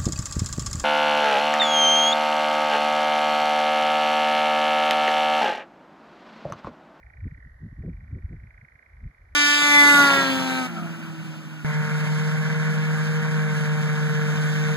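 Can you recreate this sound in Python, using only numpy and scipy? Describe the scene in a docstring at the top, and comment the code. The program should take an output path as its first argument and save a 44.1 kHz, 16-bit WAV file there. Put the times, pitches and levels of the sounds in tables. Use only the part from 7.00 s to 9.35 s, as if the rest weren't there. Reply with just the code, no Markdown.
"""At the edge of a forest at dusk a nightjar churs, to the right of a stereo microphone.
Its notes are quick falling whistles, swept sines that drop once to a faster, lower run.
A reflection close behind each note hollows its tone; the trees, modelled as decaying noise, smear a wash.
Wind buffets the microphone, as shaped noise and single thumps, over a faint background of distant air
and hiss that swells briefly in a narrow band."""
import sys
import numpy as np
from scipy import signal
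from scipy.fft import rfft, irfft, next_fast_len
from scipy.io import wavfile
from scipy.ndimage import uniform_filter1d

SR = 44100
rng = np.random.default_rng(int(sys.argv[2]) if len(sys.argv) > 2 else 0)


def int16_out(signal):
    """Quantize to a 16-bit WAV file."""
    q = np.round(np.clip(np.atleast_2d(signal).T, -1, 1) * 32767)
    wavfile.write(sys.argv[1], SR, q.astype(np.int16))


N = 103635  # samples in the scene

PREROLL_S = .5  # song before the scene opens, so the trees are already ringing


def undb(db):
    """Decibels to gain."""
    return 10 ** (np.asarray(db) / 20)


def curve(table, t, axis=1):
    """One column of a table, joined by straight lines over its first column."""
    table = np.array(table)
    return np.interp(t, table[:, 0], table[:, axis])


def noise(gain):
    """Noise of rms 1 whose spectrum follows gain(Hz)."""
    size = next_fast_len(N)
    hz = np.maximum(np.fft.rfftfreq(size, 1 / SR), 1)
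    spectrum = rfft(rng.standard_normal(size)) * gain(hz)
    x = irfft(spectrum, size)[:N]
    return x / x.std()


def bump(when_s, half_s):
    """A smooth bell-shaped rise and fall around one moment."""
    t = np.arange(N) / SR
    return np.exp(-.5 * ((t - when_s) / half_s) ** 2)


def late(x, seconds):
    """Delay a sound by its extra travel time."""
    return np.concatenate([np.zeros(int(seconds * SR)), x])[:len(x)]


def air():
    """Faint steady air and hiss: alike in both channels in the bass, spread wide above it."""
    level_db, alike_below_hz = -66.5, 607
    # spectrum of distant air and hiss, relative levels: pitch_hz, density_db (dB per Hz)
    air_spectrum = [(40, -8), (150, 3.5), (350, -1.5), (600, 1), (900, -2.5), (1300, -1.5), (2000, -20.5),
                    (2800, -20.5), (4300, -21), (6500, -24.5), (8500, -32.5), (11000, -22), (13000, -32.5),
                    (15500, -39)]
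    points = np.array(air_spectrum)

    def colour(hz):
        return undb(np.interp(np.log(hz), np.log(points[:, 0]), points[:, 1]))

    mid = noise(colour)
    above_bass = signal.butter(4, alike_below_hz, "high", fs=SR, output="sos")
    side = signal.sosfilt(above_bass, noise(colour))
    return undb(level_db) * np.array([mid + side, mid - side]) / np.sqrt(2)


def swell():
    """The far background swells briefly in a narrow band, as separate noise in each channel."""
    peak_s, half_s, level_db = .1, .065, -67
    centre_hz, width_hz = 716, 130

    def band(hz):
        return np.exp(-.5 * ((hz - centre_hz) / width_hz) ** 2)

    return undb(level_db) * bump(peak_s, half_s) * np.array([noise(band), noise(band)])


def turbulence(low_hz, roll_hz, even_s=0.052):
    """Churning air of even strength above a low edge, dying away towards the treble."""
    x = noise(lambda hz: np.exp(-hz / roll_hz) / np.hypot(1, np.square(low_hz / hz) ** 2))
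    # the running power is divided out, leaving an rms near 1 throughout
    power = uniform_filter1d(np.abs(signal.hilbert(x)) ** 2, int(even_s * SR)) / 2
    return x / np.sqrt(power)


def wind():
    """Wind on the microphone: turbulent rumble, gusts and single eddies, alike in both channels."""
    rumble_low_hz, rumble_roll_hz = 54.4, 33.3
    eddy_cycles = 0.7  # cycles from the middle of a thump to 1/e of its envelope
    # low rumble of the wind, rising and sinking unevenly: time_s, level_db
    rumble_levels = [(0, -58.5), (.07, -45.5), (.12, -59), (.2, -40), (.33, -45.5), (.42, -48.5), (.5, -48),
                     (.58, -49.5), (.8, -45), (.95, -37), (1.03, -43.5), (1.2, -45.5), (1.38, -39.5),
                     (1.48, -50), (1.54, -51.5), (1.6, -50), (1.7, -69), (1.755, -50.5), (1.8, -72.5),
                     (1.87, -64.5), (1.96, -45), (2.02, -49.5), (2.09, -46.5), (2.14, -69), (2.22, -50),
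                     (2.28, -55), (2.35, -44.5)]
    # gusts on the microphone: middle_s, half_length_s, level_db, low_edge_hz, roll_off_hz
    gusts = [(0.263, 0.011, -29, 60, 97.7), (.325, 0.01, -40.5, 85, 74), (0.383, 0.0073, -49, 70, 91),
             (0.464, .014, -45, 62, 67), (.648, 0.02, -35.5, 117.4, 81.4), (0.727, 0.0063, -38.5, 98, 55),
             (0.8, 0.014, -33, 63.4, 81), (.847, 0.011, -35.5, 90, 152), (0.889, 0.025, -33, 90, 108),
             (1.05, 0.074, -51, 90, 75), (1.154, .024, -33, 69, 106.5), (1.244, 0.011, -42, 104.6, 63),
             (1.327, .024, -38.5, 85.3, 92), (1.331, 0.0082, -42.5, 110, 169),
             (.883, 0.0064, -34.5, 109, 168), (1.435, 0.028, -45, 74, 74), (1.64, 0.0074, -45, 112, 44.2),
             (2.058, 0.021, -35.5, 48.6, 75.7)]
    # single eddies that thump the microphone: middle_s, level_db, pitch_hz
    eddies = [(0.233, -24.5, 83.4), (0.264, -38, 90.6), (1.131, -29, 86.5), (1.251, -23, 74.7),
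              (2.072, -28.5, 54)]

    t = np.arange(N) / SR
    out = undb(curve(rumble_levels, t)) * turbulence(rumble_low_hz, rumble_roll_hz)
    for when_s, half_s, db, low_hz, roll_hz in gusts:
        out += undb(db) * bump(when_s, half_s) * turbulence(low_hz, roll_hz)
    for when_s, db, hz in eddies:
        cycles = (t - when_s) * hz
        envelope = np.exp(-(cycles / eddy_cycles) ** 2)
        out += undb(db) * envelope * np.sin(2 * np.pi * cycles)
    return out


def forest(x):
    """Countless faint echoes from trunks and branches, a little dulled by the foliage."""
    t60_s, build_s, top_hz = .6, .01, 2000
    t = np.arange(SR) / SR
    build = 1 - np.exp(-t / build_s)
    decay = np.exp(-np.log(1000) * t / t60_s)  # 60 dB down after t60_s
    echoes = rng.standard_normal(SR) * build * decay
    wet = signal.fftconvolve(x, echoes / np.linalg.norm(echoes))[:len(x)]
    return signal.sosfilt(signal.butter(2, top_hz, fs=SR, output="sos"), wet)


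def churr():
    """A train of falling whistles; the faster the pace, the lower they start and the softer the attack."""
    first_note_s, note_s = -.4631, .012
    slow_rate, fast_rate = 28, 42  # notes per s between which the note shape changes
    slow_start_hz, slow_end_hz = 2280, 1300
    fast_start_hz, fast_end_hz = 2090, 1420
    slow_attack, fast_attack, hold_until = .25, .42, .48  # shares of the note
    sweep_bend, release_power = 1.2, .9
    pitch_scatter, level_scatter_db = .01, .8  # note to note; pitch as a share
    # pace of the churr: time_s, rate_hz (notes per s)
    pace = [(.3, 28.5211), (.35, 33.4947), (.4, 43.4923), (.66, 41.0611), (.78, 34.5379), (.82, 27.2573),
            (1.3, 28.0597), (2.35, 28.2086)]

    out = np.zeros(N + SR)
    u = np.arange(int(note_s * SR)) / (note_s * SR)  # progress through one note, 0-1
    fall = np.sin(np.pi / 2 * u ** sweep_bend) ** 2
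    release = np.minimum((1 - u) / (1 - hold_until), 1) ** release_power
    start_s = first_note_s
    while start_s < N / SR:
        rate = curve(pace, start_s)

        def by_pace(slow, fast):
            return np.interp(rate, [slow_rate, fast_rate], [slow, fast])

        top_hz = by_pace(slow_start_hz, fast_start_hz)
        end_hz = by_pace(slow_end_hz, fast_end_hz)
        attack = np.sin(np.pi / 2 * np.minimum(u / by_pace(slow_attack, fast_attack), 1)) ** 2
        pitch, strength, phase = rng.standard_normal(3)
        hz = (top_hz + (end_hz - top_hz) * fall) * (1 + pitch_scatter * pitch)
        whistle = np.sin(2 * np.pi * (phase + np.cumsum(hz) / SR))
        i = int((start_s + PREROLL_S) * SR)
        out[i:i + len(u)] += undb(level_scatter_db * strength) * attack * release * whistle
        start_s += 1 / rate
    return out


def nightjar():
    """The bird, off to the right: direct notes, their close reflection and the wash of the trees."""
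    reflection_s = .00212  # extra travel time of the close reflection
    left_lag_s, left_db, left_reflection = .0004, -6, .35  # the left hears it later and weaker
    forest_left_db = -3.5
    # sound straight from the bird: time_s, level_db, reflection_share (0-1, right channel)
    direct_levels = [(0, -45.5, 0.43), (.25, -47, 0.98), (.36, -45.5, 0.72), (.46, -45.5, 0.53),
                     (.52, -53.5, 0.5), (.78, -53.5, 1), (.9, -51, 0.92), (1.2, -53, 1), (1.35, -50, 0),
                     (1.6, -44, 0), (1.83, -46.5, 0), (1.93, -51, .05), (2.1, -50, 0.2), (2.25, -53.5, 0.3)]
    # notes sent into the trees: time_s, level_db
    wash_levels = [(0, -49.5), (.4, -49), (.7, -52), (1.1, -50), (1.6, -48), (1.9, -49), (2.35, -51.5)]

    song = churr()
    t = np.arange(len(song)) / SR - PREROLL_S
    direct = song * undb(curve(direct_levels, t))
    sent = song * undb(curve(wash_levels, t))
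    reflection = late(direct, reflection_s)
    right = direct + curve(direct_levels, t, axis=2) * reflection + forest(sent)
    left = undb(left_db) * late(direct + left_reflection * reflection, left_lag_s)
    left += undb(forest_left_db) * forest(sent)  # its own echoes, so the wash spreads
    return np.array([left, right])[:, int(PREROLL_S * SR):][:, :N]


def scene():
    """Background, wind and bird together, as left and right channels."""
    return air() + swell() + wind() + nightjar()


def record(dry):
    """The recorder cuts the top with a steep low-pass at 15500 Hz."""
    return signal.sosfilt(signal.ellip(8, .2, 70, 15500, fs=SR, output="sos"), dry)


dry = scene()
out = record(dry)
int16_out(out)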